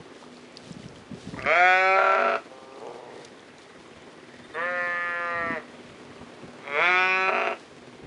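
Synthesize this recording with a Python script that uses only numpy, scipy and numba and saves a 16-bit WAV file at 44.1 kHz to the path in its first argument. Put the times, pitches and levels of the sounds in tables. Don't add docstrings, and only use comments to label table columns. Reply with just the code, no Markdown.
import sys
import numpy as np
from scipy import signal
from scipy.io import wavfile
from scipy.ndimage import uniform_filter1d
from numba import njit

SR = 44100
rng = np.random.default_rng(int(sys.argv[2]) if len(sys.argv) > 2 else 0)


def store_wav(level_fs):
    pcm = np.round(np.clip(np.atleast_2d(level_fs), -1, 1) * 32767)
    wavfile.write(sys.argv[1], SR, pcm.T.astype(np.int16))


def attenuation_scalar(level_db):
    decades = np.asarray(level_db, float) / 20
    return 10 ** decades


N = 355446

# (time [s], level [dB], mouth opening [0-1], effort [dB])
NEAR_CALL = [
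    (1.362, -41.5, 0, -1),
    (1.452, -39, 0, 4),
    (1.463, -22, 0.02, 7.5),
    (1.6, -18, 0.83, -0.5),
    (1.796, -19, 0.79, 3.5),
    (1.974, -19.5, 0.82, -2),
    (2.19, -21.5, 0.56, -1.5),
    (2.365, -25, 0.45, 2),
    (2.42, -74, 0.02, -15),
]
FAR_CALL = [
    (2.469, -69, 0.36, 0),
    (2.51, -45.5, 0.87, -1),
    (2.6, -47, 0.97, 5.5),
    (2.766, -45, 0.3, 4),
    (2.86, -37, 0.51, -7),
    (2.93, -40.5, 0.45, -4),
    (3.01, -42.5, 0.27, -8),
    (3.2, -45.5, 0.29, -11),
    (3.28, -59, .5, -1),
]
MIDDLE_CALL = [
    (4.53, -46, 0.12, -8),
    (4.551, -35.5, 0.096, -2),
    (4.585, -29, 0.15, -2),
    (4.69, -28.5, 0.34, 2.5),
    (4.85, -29.5, 0.57, 4),
    (5.029, -29.5, 0.79, 9.5),
    (5.26, -29, 0.81, 3.5),
    (5.575, -31, 0.5, -2),
    (5.63, -66, 0.32, -11),
]
LAST_CALL = [
    (6.597, -54, 0.16, 9),
    (6.666, -42, 0.27, -4),
    (6.737, -29, 0.047, -2.5),
    (6.84, -18.5, 0.56, 2.5),
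    (6.92, -20, 1, 4.5),
    (7.22, -23, 0.98, 0),
    (7.32, -24, 0.75, -0.5),
    (7.517, -26.5, 0.74, -3.5),
    (7.6, -75, 0.0018, -28),
]
# (time [s], pitch [Hz])
FOLD_PITCH = [
    [(1.44, 131.1), (1.482, 145.3), (1.56, 172.2), (1.602, 177.8), (1.658, 182.5), (1.794, 187.2),
     (1.974, 192.2), (2.12, 193.8), (2.3, 187.5)],
    [(2.47, 129.8), (2.572, 131.7), (2.766, 133.3), (2.85, 119.9), (3.0, 125.8), (3.28, 118)],
    [(4.5, 154.5), (4.556, 154.2), (4.592, 166.2), (4.64, 174.4), (4.694, 178.4), (4.886, 175),
     (5.31, 171.9), (5.534, 165.2), (5.6, 147)],
    [(6.6, 132.6), (6.765, 146.6), (6.81, 165.9), (6.84, 172.1), (6.9, 181), (7.058, 185.9), (7.3, 190.2),
     (7.43, 188), (7.5, 174)],
]
# (catch [s], clear voice [s], second folds start [s], folds go slack [s],
# unsteadiness when slack [0-1])
FOLD_TIMES = [(1.45, 1.565, 1.97, 2.17, .17), (2.48, 2.52, 9, 2.79, .8), (4.545, 4.6, 9, 5.6, .2),
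              (6.735, 6.83, 7.28, 7.3, .15)]
# (lower shut [Hz], lower open [Hz], middle shut [Hz], middle open [Hz],
# upper at the start [Hz], climb of the upper [Hz/s])
MOUTH_SHAPES = [(628, 735, 1184, 1396, 2153, 463), (438, 486, 910, 820, 1114, 10),
                (470, 664, 1100, 1260, 1800, 115), (440, 760, 1250, 1300, 2160, 575)]
# (middle resonance [dB], upper resonance [dB], effort the middle one follows [share],
# cheek [dB], chest hum [dB])
BALANCES = [(-0.5, -0.5, 0.16, -14.5, -33), (-7, -5, 0.092, -22, -24), (-2.5, 6, 0.6, -4.5, -24),
            (3.5, 6, 1.25, -31, -19)]
# (lowest radiated [Hz], nose [dB], treble [dB], side resonance [Hz], side resonance [dB], #
# signed factor on the middle and upper resonances, width of lower [Hz], of middle [Hz], of upper [Hz])
TRACTS = [(265, -10.5, -26, 2300, -35.5, 0.81, 71, 136, 220), (296, -6, -49, 1100, -4, -1.26, 47, 140, 140),
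          (417, -48, -37, 2450, -18.5, 0.6, 145, 200, 160),
          (260, -3.5, -26, 1300, -19, -1.01, 94, 230, 330)]
# (centre [Hz], width [Hz], level [dB])
HIGH_RESONANCES = [
    [(3290, 210, 6.5), (3980, 51, -1.5), (4470, 110, -4.5), (5330, 80, -5.5), (5780, 240, -8.5),
     (6920, 260, -10.5), (7600, 440, -20)],
    [(3300, 200, 6)],
    [(2990, 660, 4.5), (3820, 120, -6), (3980, 260, 3.5), (5200, 350, -1), (6300, 400, -7)],
    [(3434, 210, 8.5), (4020, 56, 3.5), (4430, 110, -6.5), (5100, 120, -4.5), (5730, 150, -8.5),
     (6850, 300, -11.5), (7670, 440, -23)],
]
# (start [Hz], drift [Hz/s], width [Hz], first depth [0-1], last depth [0-1])
NASAL_POCKETS = [
    [(1710, 40, 270, 0, 0.73), (3000, 10, 77, 0.3, .1)],
    [(300, 10, 102, .3, .3)],
    [(900, -9, 61, 0.9, .1), (1550, -43, 96, 0.5, 0.9), (343, -12, 90, 0.8, 0.35)],
    [(1890, -100, 99, 0.7, 0.32), (2670, 299.5, 140, 0.4, 0.21)],
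]
RATTLE_MIDDLE = [1, 0, 0, -6]
RATTLE_SPILL = [-30.5, -60, -60, -35]
RATTLE_TREBLE = [1, 0, 0, -2.5]
# (through the open mouth [dB], in the rattle [dB], pulse scatter in the rattle [dB],
# head start of the second folds [turns])
FOLD_SNAPS = [(-20, -20, 1.5, -0.422), (-27, -30, 0, 0), (-14, -11, 0, 0), (-17.5, -6.5, 2, 0.014)]
# (lag behind the resonances [ms], sign against them [+-1], sign of the call [+-1])
SNAP_PHASES = [(.09, 1, 1), (.09, 1, 1), (.54, -1, -1), (.31, 1, 1)]
# (time [s], half length [s], centre [Hz], width [Hz], gain [dB])
COLOUR_SHIFTS = [(1.48, 0.037, 900, 180, -11), (1.525, .03, 2600, 410, 5), (1.5, 0.037, 450, 120, 5),
                 (1.5, .025, 620, 120, 0), (1.49, .03, 2100, 1800, -2), (2.07, 0.089, 770, 120, -3.5),
                 (2.202, 0.27, 4100, 300, 11.5), (2.28, 0.12, 3900, 360, -8), (5.3, 0.59, 2700, 160, -0.5),
                 (7.34, 0.073, 3200, 270, -7), (7.42, 0.099, 5300, 1550, 4), (7.4, 0.089, 433, 200, -0.5),
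                 (7.05, 0.16, 5900, 900, 7), (1.54, 0.033, 620, 140, 1.5), (1.585, 0.062, 1120, 250, -12),
                 (1.65, 0.07, 365, 120, -4), (1.7, 0.12, 1700, 300, 4), (1.75, 0.049, 720, 250, 0),
                 (1.85, 0.06, 2450, 150, -11), (1.92, .04, 1400, 150, -5), (2.44, .05, 740, 600, 0),
                 (4.6, 0.035, 1300, 150, -12), (4.82, 0.13, 1030, 94, 3.5), (4.9, 0.057, 1750, 150, 1),
                 (5.06, .1, 1390, 180, 3.5), (5.16, 0.045, 1210, 100, -11), (5.15, 0.2, 330, 160, 2),
                 (5.3, .05, 1800, 130, -3), (5.5, 0.042, 1600, 150, 0), (5.57, 0.032, 1200, 710, -8),
                 (6.75, .03, 725, 130, -15), (6.78, 0.035, 520, 250, 7.5), (6.76, 0.05, 2100, 400, 2.5),
                 (6.78, .02, 1220, 130, -10), (6.86, 0.053, 1200, 130, -16), (6.82, .025, 1700, 150, -3),
                 (6.95, .04, 1645, 140, -5), (7, .05, 530, 260, 4), (6.9, 0.07, 2050, 120, -3),
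                 (7.24, 0.06, 2930, 460, -9)]
ECHO_LEVELS = [-8, -10, -6, -6.5]
# (time [s], level [dB], half length [s])
HOOF_STEPS = [(.2, -60, 0.068), (.4, -59.5, 0.1), (.97, -58.5, 0.047), (.573, -46, 0.0038),
              (.66, -55.5, 0.11), (.86, -58, 0.067), (1.25, -52.5, 0.1), (1.4, -58, 0.059),
              (2.8, -66.5, 0.2), (3.2, -63, 0.075), (3.251, -49, 0.0042), (3.4, -67, 0.19),
              (3.63, -59, .006), (3.8, -67, 0.14), (4.32, -69, 0.11), (5.8, -74.5, 0.092),
              (6.35, -60.5, 0.014), (6.422, -63, 0.005), (7.78, -74, .04), (7.94, -78, 0.05)]
# (time [s], peak level [dB], ring [Hz])
SHORT_TICKS = [(0.1316, -48, 1710), (0.226, -35.5, 890), (0.238, -37, 1200), (0.3212, -50, 1970),
               (0.3694, -36, 4330), (0.524, -44, 7500), (0.5712, -22.5, 4660), (0.5994, -46, 8040),
               (0.6399, -44, 2010), (0.722, -35, 7600), (0.7288, -33, 5330), (0.832, -39, 2050),
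               (0.841, -37, 3000), (0.8866, -34, 5500), (0.9612, -37, 3120), (1.342, -33, 1890),
               (1.3425, -34, 1000), (1.365, -35, 1900), (1.3655, -31, 900), (1.392, -23, 1950),
               (1.3925, -38, 5200), (1.4235, -24.5, 2600), (1.4257, -31, 4700), (1.4256, -43, 7200),
               (1.447, -22, 1580), (1.4615, -32, 5100), (2.648, -44, 2303), (2.7226, -40, 2560),
               (2.7596, -40, 3904), (2.8004, -40, 4320), (2.803, -44, 7980), (2.8685, -38, 2860),
               (2.869, -39, 6300), (2.9432, -46, 2540), (3.1772, -45, 3500), (3.249, -31.5, 6300),
               (3.2495, -40, 9500), (3.285, -41, 5000), (3.3942, -39, 3500), (3.405, -43, 6200),
               (3.5034, -43, 2650), (3.5835, -38, 3950), (3.584, -40, 6600), (3.6187, -44, 3970),
               (3.878, -45, 7500), (3.934, -42, 2720), (4.022, -44, 7200), (4.2009, -43, 2930),
               (4.2273, -48, 4800), (4.46, -50, 7500), (5.8923, -42, 2670), (6.0524, -45, 4200),
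               (6.1806, -42, 2640), (6.3647, -44, 2620), (6.4161, -41, 2610), (6.5692, -44, 2640),
               (6.677, -25, 2310), (6.678, -33, 810), (7.783, -43, 2720), (7.8418, -45, 2420)]
# (time [s], peak level [dB])
BELL_TOUCHES = [(4.4393, -50.5), (4.5391, -47), (4.6174, -49)]
# (frequency [Hz], level [dB], 60 dB decay [s])
BELL_MODES = [(3600, 1, 0.14), (4240, -10, .1), (8860, -12.5, 0.17)]
# (time [s], level [dB], half length [s])
WIND_PUFFS = [(0, -50, 0.023), (.31, -61, .07), (.58, -65, 0.04), (.85, -47.5, 0.19), (1.13, -44, 0.04),
              (1.38, -38.5, 0.12), (2.54, -64, 0.053), (3.2, -69, 0.16), (3.77, -56, .04),
              (3.97, -52, 0.035), (4.44, -54, 0.092), (5.44, -43, 0.093), (5.9, -51, 0.037),
              (6.09, -51, 0.045), (6.21, -47, 0.042), (6.46, -46.5, 0.036), (6.69, -62, .03),
              (6.98, -55, .07), (7.21, -62, .06), (7.55, -65, .1), (7.95, -55, 0.042), (8.06, -43, 0.036)]
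# (time [s], peak level [dB], frequency [Hz])
WIND_THUMPS = [(0.004, -37, 153), (0.669, -39, 145), (0.707, -28, 178), (0.765, -31.5, 198),
               (0.796, -33.5, 210), (0.857, -28, 153), (1.114, -30, 239), (1.134, -28.5, 172),
               (1.148, -36, 370), (1.174, -38, 116), (1.271, -27, 235), (1.285, -29, 171),
               (1.336, -29, 260), (1.374, -32, 282), (1.456, -27.5, 199), (5.439, -34, 223),
               (5.463, -33, 254.6), (5.503, -22.5, 278), (5.518, -31, 211.4), (5.532, -27.5, 240),
               (6.209, -38, 246), (6.229, -36, 230), (6.44, -38, 177)]
# (time [s], level [dB])
EXHAUST_LEVEL = [(0, -55), (1, -56), (2.5, -57.5), (3.5, -58.5), (4.3, -52.5), (4.7, -49.5), (5.5, -50.5),
                 (6.2, -52), (6.7, -48), (7.3, -53), (8.06, -51.5)]
# (centre [Hz], width [Hz], level [dB])
EXHAUST_RESONANCES = [(156.5, 22, -9.5), (246, 3.3, -1), (353, 40, -7.5), (515, 30, -13.5)]
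# (time [s], level [dB])
MACHINE_LEVEL = [(0, -73.5), (2.8, -75), (3.0, -63), (3.7, -66), (4.3, -63.5), (4.5, -58), (4.6, -58),
                 (5.6, -65), (5.8, -64.5), (6.2, -69), (8.06, -69)]
# (centre [Hz], width [Hz], level [dB])
PANELS = [(1910, 260, 4), (3130, 150, -7), (3590, 330, -5.5), (9480, 300, -19)]
# (frequency [Hz], density [dB per Hz])
FIELD_SPECTRUM = [(18, -52), (30, -42), (142, -12.5), (210, -18), (244, -4.5), (328, -12.5), (430, -3.5),
                  (721, -18), (816, -12), (1930, -12.5), (2360, -12.5), (9600, -29.5), (10900, -44),
                  (14100, -74), (22000, -120)]

CREAK, CAUGHT, CRACK, CLEAR = .65, .07, .13, .02
SECOND_HZ, SLACK_RISE_HZ = 231.5, 8
SECOND_SIZE, COUPLING, SUM_GAIN = .1, .55, 2.2
SECOND_WANDER = .004
SNAP_FLOOR, SNAP_DECAY, SNAP_GROWS_S = .62, .25, .15
RATTLE_EVEN, RATTLE_NOSE_DB, RATTLE_CHEEK_DB = .45, -4, 4
RATTLE_DULL_DB, RATTLE_WIDTH_HZ, RATTLE_LIFT_HZ = -7.5, 84, 30
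RATTLE_TILT_DB_PER_KHZ, RATTLE_SPREAD_HZ = 0.5, 88
NOSE_HZ, CHEEK_HZ, CHEEK_WIDTH_HZ, MOUTH_EDGE_HZ = 387, 1045, 340, 2870
TREBLE_WANDER, TREBLE_PATCH_DB = .018, 2.8
SHUT_TREBLE_DB, HAZE_DB = -1.5, -8
SECOND_HUM_DB, SUM_HUM_DB = -17, -6
GRAZING_DB, TICK_CYCLES = -64, 4.2
BREEZE_DB, BREEZE_SWING_DB = -68, 5
ENGINE_HZ, FIELD_DB = 18.63, -47.5
CLATTER_DECAY, CLATTER_FLICKER_DB = 0.5, 3
MIC_TOP_HZ = 10900


def bleat(call, pitch, voice, shape, balance, tract, highs, pockets,
          rattle_mid_db, spill_db, rattle_treble_db, snap, timing):
    low_hz, nose_db, treble_db, side_hz, side_db, gap, *widths = tract
    mid_db, top_db, mid_effort, cheek_db, hum_db = balance
    first = int(call[0][0] * SR)
    t = np.arange(first, int(call[-1][0] * SR)) / SR
    (hz,), (db, opening, effort_db) = curve(pitch, t), curve(call, t)
    rough, share, second_hz = voicing(t, *voice)
    centres = [shape[0] + opening * (shape[1] - shape[0]),
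               shape[2] + RATTLE_LIFT_HZ * share + opening * (shape[3] - shape[2]),
               shape[4] + shape[5] * (t - t[0])]
    mid_db = mid_db + mid_effort * effort_db + rattle_mid_db * share
    top_db = top_db + effort_db + RATTLE_DULL_DB * share
    db = db - 10 * np.log10(1 + gap ** 2 * (attenuation_scalar(mid_db) ** 2 + attenuation_scalar(top_db) ** 2))
    hz = hz + share * (np.clip(hz, 187, 194) - hz)
    flow, bright, phase, second = folds(t, hz, rough, share, second_hz, voice[2], snap)
    flow = signal.sosfilt(signal.butter(5, low_hz, "high", fs=SR, output="sos"), flow)

    widths[0] = widths[0] * (1 + 0.5 * rough)
    widths[1] = widths[1] + share * (RATTLE_WIDTH_HZ - widths[1])
    widths[2] = widths[2] * (1 + 0.37 * share)
    sources = (flow, flow, bright)
    lower, middle, upper = (steady(band(f, c, w)) for f, c, w in zip(sources, centres, widths))
    lower, middle = even(lower, RATTLE_EVEN * share), even(middle, RATTLE_EVEN * share)
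    cheek = steady(band(flow, CHEEK_HZ, CHEEK_WIDTH_HZ))
    lower = lower + attenuation_scalar(cheek_db + mid_db + RATTLE_CHEEK_DB * share) * cheek
    nose_open = np.clip((hz - 160) / 20, 0, 1)
    nose = attenuation_scalar(nose_db + RATTLE_NOSE_DB * share) * nose_open * steady(band(flow, NOSE_HZ, 210))
    upper = upper - attenuation_scalar(side_db) * steady(band(bright, side_hz, 420))
    mouth = lower - nose + gap * (attenuation_scalar(mid_db) * middle - attenuation_scalar(top_db) * band(upper, centres[2], 1200))

    lag_ms, snap_sign, call_sign = timing
    bare = band(bright, 910, 3100)
    bare = steady(signal.sosfilt(signal.butter(2, low_hz, "high", fs=SR, output="sos"), bare))
    bare_gain = attenuation_scalar(snap[0] + share * (snap[1] - snap[0]))
    mouth = mouth + snap_sign * bare_gain * np.roll(bare, int(lag_ms * SR / 1000))
    mouth = signal.sosfilt(signal.butter(6, MOUTH_EDGE_HZ, fs=SR, output="sos"), mouth)
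    for pocket_hz, drift, width, *depth in pockets:
        cut = np.clip(np.linspace(*depth, len(t)), 0, 1)
        mouth = mouth - cut * band(mouth, pocket_hz + drift * (t - t[0]), width)

    slack = share * (second_hz - SECOND_HZ) / SLACK_RISE_HZ
    slack_hum = attenuation_scalar(SECOND_HUM_DB) * np.cos(second) + attenuation_scalar(SUM_HUM_DB) * np.cos(phase + second)
    mouth = mouth + attenuation_scalar(hum_db) * (1 - share) * np.cos(phase) + slack * slack_hum
    thin = signal.sosfilt(signal.butter(4, 2900, "high", fs=SR, output="sos"), bright)
    mouth = mouth + share * attenuation_scalar(spill_db) * steady(band(thin, 3000, 760))
    stretch = (centres[2] / np.mean(centres[2])) ** 0.27 * (1 + 0.043 * (opening - .7))
    treble_db = treble_db + rattle_treble_db * share + 0.8 * top_db + SHUT_TREBLE_DB * (1.9 - opening)
    mouth = mouth + attenuation_scalar(treble_db) * high_modes(thin, highs, stretch, share)
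    out = np.zeros(N)
    out[first:first + len(t)] = -call_sign * attenuation_scalar(db) * mouth * signal.windows.tukey(len(t), .04)
    return out


def voicing(t, catch, clear, second, slack, loose):
    rough = np.interp(t, [t[0], catch, clear - .02, clear], [CREAK, CAUGHT, CAUGHT, CLEAR])
    rough = rough + CRACK * (second < t[-1]) * np.exp(-((t - clear + .025) / .012) ** 2)
    share = ramp(t, second - .015, second + .015)
    rough = rough + .025 * share + loose * ramp(t, slack - .04, slack) * (.8 + t - slack)
    return rough, share, SECOND_HZ + SLACK_RISE_HZ * ramp(t, slack - .03, slack + .06)


def folds(t, hz, rough, share, second_hz, second_start, snap):
    n = len(t)
    phase = 2 * np.pi * np.cumsum(hz * (1 + .1 * rough * walk(150, n))) / SR
    wander = .11 * rough * walk(100, n) + SECOND_WANDER * walk(30, n)
    second = 2 * np.pi * np.cumsum(second_hz * (1 + wander)) / SR + 2 * np.pi * snap[3]
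    phase = phase + .13 * share * np.sin(second)
    pulses = -1 / (1 - .955 * np.exp(1j * phase))
    others = np.exp(1j * second) / (1 - .9 * np.exp(1j * second)) ** 2
    gated = (pulses + .6) * share * COUPLING * np.exp(2j * second - 1.5j)
    added = share * SECOND_SIZE * others * (1 + SUM_GAIN * COUPLING * np.exp(1j * phase + 2j))
    both = pulses + gated + added
    breath = rough * 2.2 * np.abs(pulses) ** .5 * band(rng.standard_normal(n), 1200, 3500) * 1.6
    shimmer = attenuation_scalar((np.minimum(6 * rough, 2) + snap[2] * share) * walk(120.4, n))
    beat = (second - phase) / (2 * np.pi) % 1
    fade = SNAP_FLOOR - 1 + uniform_filter1d(np.exp(-beat / SNAP_DECAY), size=90)
    grown = ramp(t, second_start, second_start + SNAP_GROWS_S)
    bright = pulses.real * shimmer * (1 + grown * fade) + breath
    return both.real * shimmer + breath, bright, phase, second


def high_modes(thin, highs, stretch, share):
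    n, treble = len(thin), 0
    for k, (hz, width, db) in enumerate(highs):
        tilt_db = RATTLE_TILT_DB_PER_KHZ * share * (hz / 1000 - 5.5)
        gain = (-1) ** k * attenuation_scalar(db + TREBLE_PATCH_DB * walk(8.64, n) + tilt_db)
        centre = hz * stretch * (1 + TREBLE_WANDER * walk(5, n))
        treble = treble + gain * steady(band(thin, centre, 0.66 * width + RATTLE_SPREAD_HZ * share))
    return treble + attenuation_scalar(HAZE_DB) * steady(band(thin * attenuation_scalar(4 * walk(200, n)), 4900, 4500))


def even(x, share):
    power = uniform_filter1d(uniform_filter1d(x ** 2, size=260), size=260)
    return x * (power + .05) ** (-share / 2)


def shift_colour(x):
    x = x.copy()
    for s, half, hz, width, db in COLOUR_SHIFTS:
        near = slice(int((s - 3 * half) * SR), int((s + 3 * half) * SR))
        part = x[near]
        gain = attenuation_scalar(db * np.exp(-np.linspace(-3, 3, len(part)) ** 2))
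        x[near] = part + (gain - 1) * band(part, hz, width)
    return x


def reflections(calls):
    lag = np.arange(9000) / SR
    echoes = rng.standard_normal(len(lag)) * np.exp(-lag / .025) * (lag > .003)
    wet = sum(attenuation_scalar(db) * call for call, db in zip(calls, ECHO_LEVELS))
    return signal.fftconvolve(wet, echoes / np.sqrt(np.sum(echoes ** 2)))[:N]


def stalks(t):
    grains = rng.standard_normal(N) * attenuation_scalar(3.5 * np.minimum(rng.exponential(size=N), 7)) * attenuation_scalar(2.5 * walk(25))
    crackle = level(band(band(grains, 3300, 3300), 3600, 4700), 0) + level(band(grains, 1400, 2700), 2.7)
    return swells(HOOF_STEPS, t, GRAZING_DB) * attenuation_scalar(-4.0) * crackle


def short_ticks():
    out, ring = np.zeros(N), np.arange(400) / SR
    for s, db, hz in SHORT_TICKS:
        scatter = uniform_filter1d(rng.standard_normal(len(ring)), size=3)
        envelope = np.exp(-ring * hz / TICK_CYCLES) * np.minimum(ring * hz, 1)
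        tick = envelope * (np.sin(2 * np.pi * hz * ring) + 0.11 * scatter)
        out[int(s * SR):int(s * SR) + len(ring)] += attenuation_scalar(db) * tick
    return out


def bell():
    out, ring = np.zeros(N), np.arange(6000) / SR
    note = sum(attenuation_scalar(db - 60 * ring / t60) * np.sin(2 * np.pi * hz * ring) for hz, db, t60 in BELL_MODES)
    for s, db in BELL_TOUCHES:
        out[int(s * SR):int(s * SR) + len(ring)] += attenuation_scalar(db) * note
    return out


def wind(t):
    bumps = rng.standard_normal(N) * attenuation_scalar(5 * walk(40))
    flutter = steady(band(band(bumps, 95, 170), 110, 370))
    out = swells(WIND_PUFFS, t, BREEZE_DB + BREEZE_SWING_DB * walk(8)) * flutter
    ring = np.arange(1600) / SR
    for s, db, hz in WIND_THUMPS:
        swing = ring / .0032 * np.exp(1 - ring / .0032) * np.sin(2 * np.pi * hz * ring)
        out[int(s * SR):int(s * SR) + len(ring)] += attenuation_scalar(db) * swing
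    return out


def engine(t, cycle):
    firing = np.diff(np.floor(cycle), prepend=0) * attenuation_scalar(2.8 * walk(ENGINE_HZ))
    exhaust = sum(attenuation_scalar(db) * level(band(firing, hz, w), 0) for hz, w, db in EXHAUST_RESONANCES)
    return attenuation_scalar(curve(EXHAUST_LEVEL, t)[0]) * level(exhaust, 0)


def machinery(t, cycle):
    machine_db, out = curve(MACHINE_LEVEL, t)[0], 0
    for hz, width, db in PANELS:
        noise = (0.37 + np.exp(-(cycle % 1) / CLATTER_DECAY)) * rng.standard_normal(N)
        panel = level(band(band(noise, hz, width), hz, 2 * width), 0)
        panel_db = np.minimum(machine_db, -64 if hz > 2500 else 0)
        out = out + attenuation_scalar(db + CLATTER_FLICKER_DB * walk(12) + panel_db) * panel
    return out


def field(cycle):
    out, swell = 0, walk(0.56)
    puff = np.exp(-(cycle % 1) / 1.3)
    hz_points, db_points = np.transpose(FIELD_SPECTRUM)
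    for hz in 35 * 2 ** np.arange(0, 8.4, .5):
        db = np.interp(np.log(hz), np.log(hz_points), db_points) + 0.6 * swell + 1.1 * walk(9.1)
        throb = 1 + 4.94 * puff / (1 + (hz / 900) ** 2)
        out = out + attenuation_scalar(db) * band(band(throb * rng.standard_normal(N), hz, hz / 2), hz, hz / 2)
    return level(out, FIELD_DB)


def level(x, db):
    return x * attenuation_scalar(db) / np.sqrt(np.mean(x ** 2))


@njit
def svf(x, hz, width):
    y, b, l = np.empty(len(x)), 0., 0.
    for i in range(len(x)):
        g, k = np.tan(np.pi * hz[i] / SR), width[i] / hz[i]
        v = (b + g * (x[i] - l)) / (1 + g * (g + k))
        b, l, y[i] = 2 * v - b, l + 2 * g * v, k * v
    return y


def band(x, hz, width):
    return svf(x, hz + np.zeros(len(x)), width + np.zeros(len(x)))


def walk(rate, count=N):
    k = int(SR / rate)
    held = np.repeat(rng.standard_normal(count // k + 1), k)
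    return 1.274 * uniform_filter1d(uniform_filter1d(held, k), k)[:count]


def curve(table, t):
    s, *columns = np.transpose(table)
    return [np.interp(t, s, c) for c in columns]


def steady(x):
    power = uniform_filter1d(uniform_filter1d(x ** 2, size=2400), size=2400)
    return x / np.sqrt(power + 1e-12)


def ramp(t, start, end):
    return np.clip((t - start) / (end - start), 0, 1)


def swells(events, t, floor_db):
    power = attenuation_scalar(floor_db) ** 2
    for s, db, half in events:
        power = power + (attenuation_scalar(db) / (1 + ((t - s) / half) ** 4)) ** 2
    return np.sqrt(power)


def scene():
    t = np.arange(N) / SR
    ewes = zip((NEAR_CALL, FAR_CALL, MIDDLE_CALL, LAST_CALL), FOLD_PITCH, FOLD_TIMES, MOUTH_SHAPES,
               BALANCES, TRACTS, HIGH_RESONANCES, NASAL_POCKETS, RATTLE_MIDDLE, RATTLE_SPILL,
               RATTLE_TREBLE, FOLD_SNAPS, SNAP_PHASES)
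    calls = [bleat(*ewe) for ewe in ewes]
    flock = shift_colour(sum(calls) + reflections(calls))
    cycle = np.cumsum(ENGINE_HZ * (1 + .004 * walk(2))) / SR
    background = field(cycle) + engine(t, cycle) + machinery(t, cycle)
    background = background + wind(t) + stalks(t) + short_ticks() + bell()
    loudness = np.sqrt(uniform_filter1d(flock ** 2, size=2000) + 1e-12)
    held = signal.lfilter([.0003], [1, -.9997], loudness)
    duck = (1 + (held / 0.4) ** 2) ** -.2
    return (flock + duck * background)[None]


def top_cut(x):
    return signal.sosfilt(signal.butter(12, 11010, fs=SR, output="sos"), x)


def record(dry):
    x = signal.sosfilt(signal.butter(1, 90, "high", fs=SR, output="sos"), dry)
    x = signal.sosfilt(signal.ellip(10, .2, 60, MIC_TOP_HZ, fs=SR, output="sos"), x)
    return top_cut(x)


dry = scene()
out = record(dry)
store_wav(out)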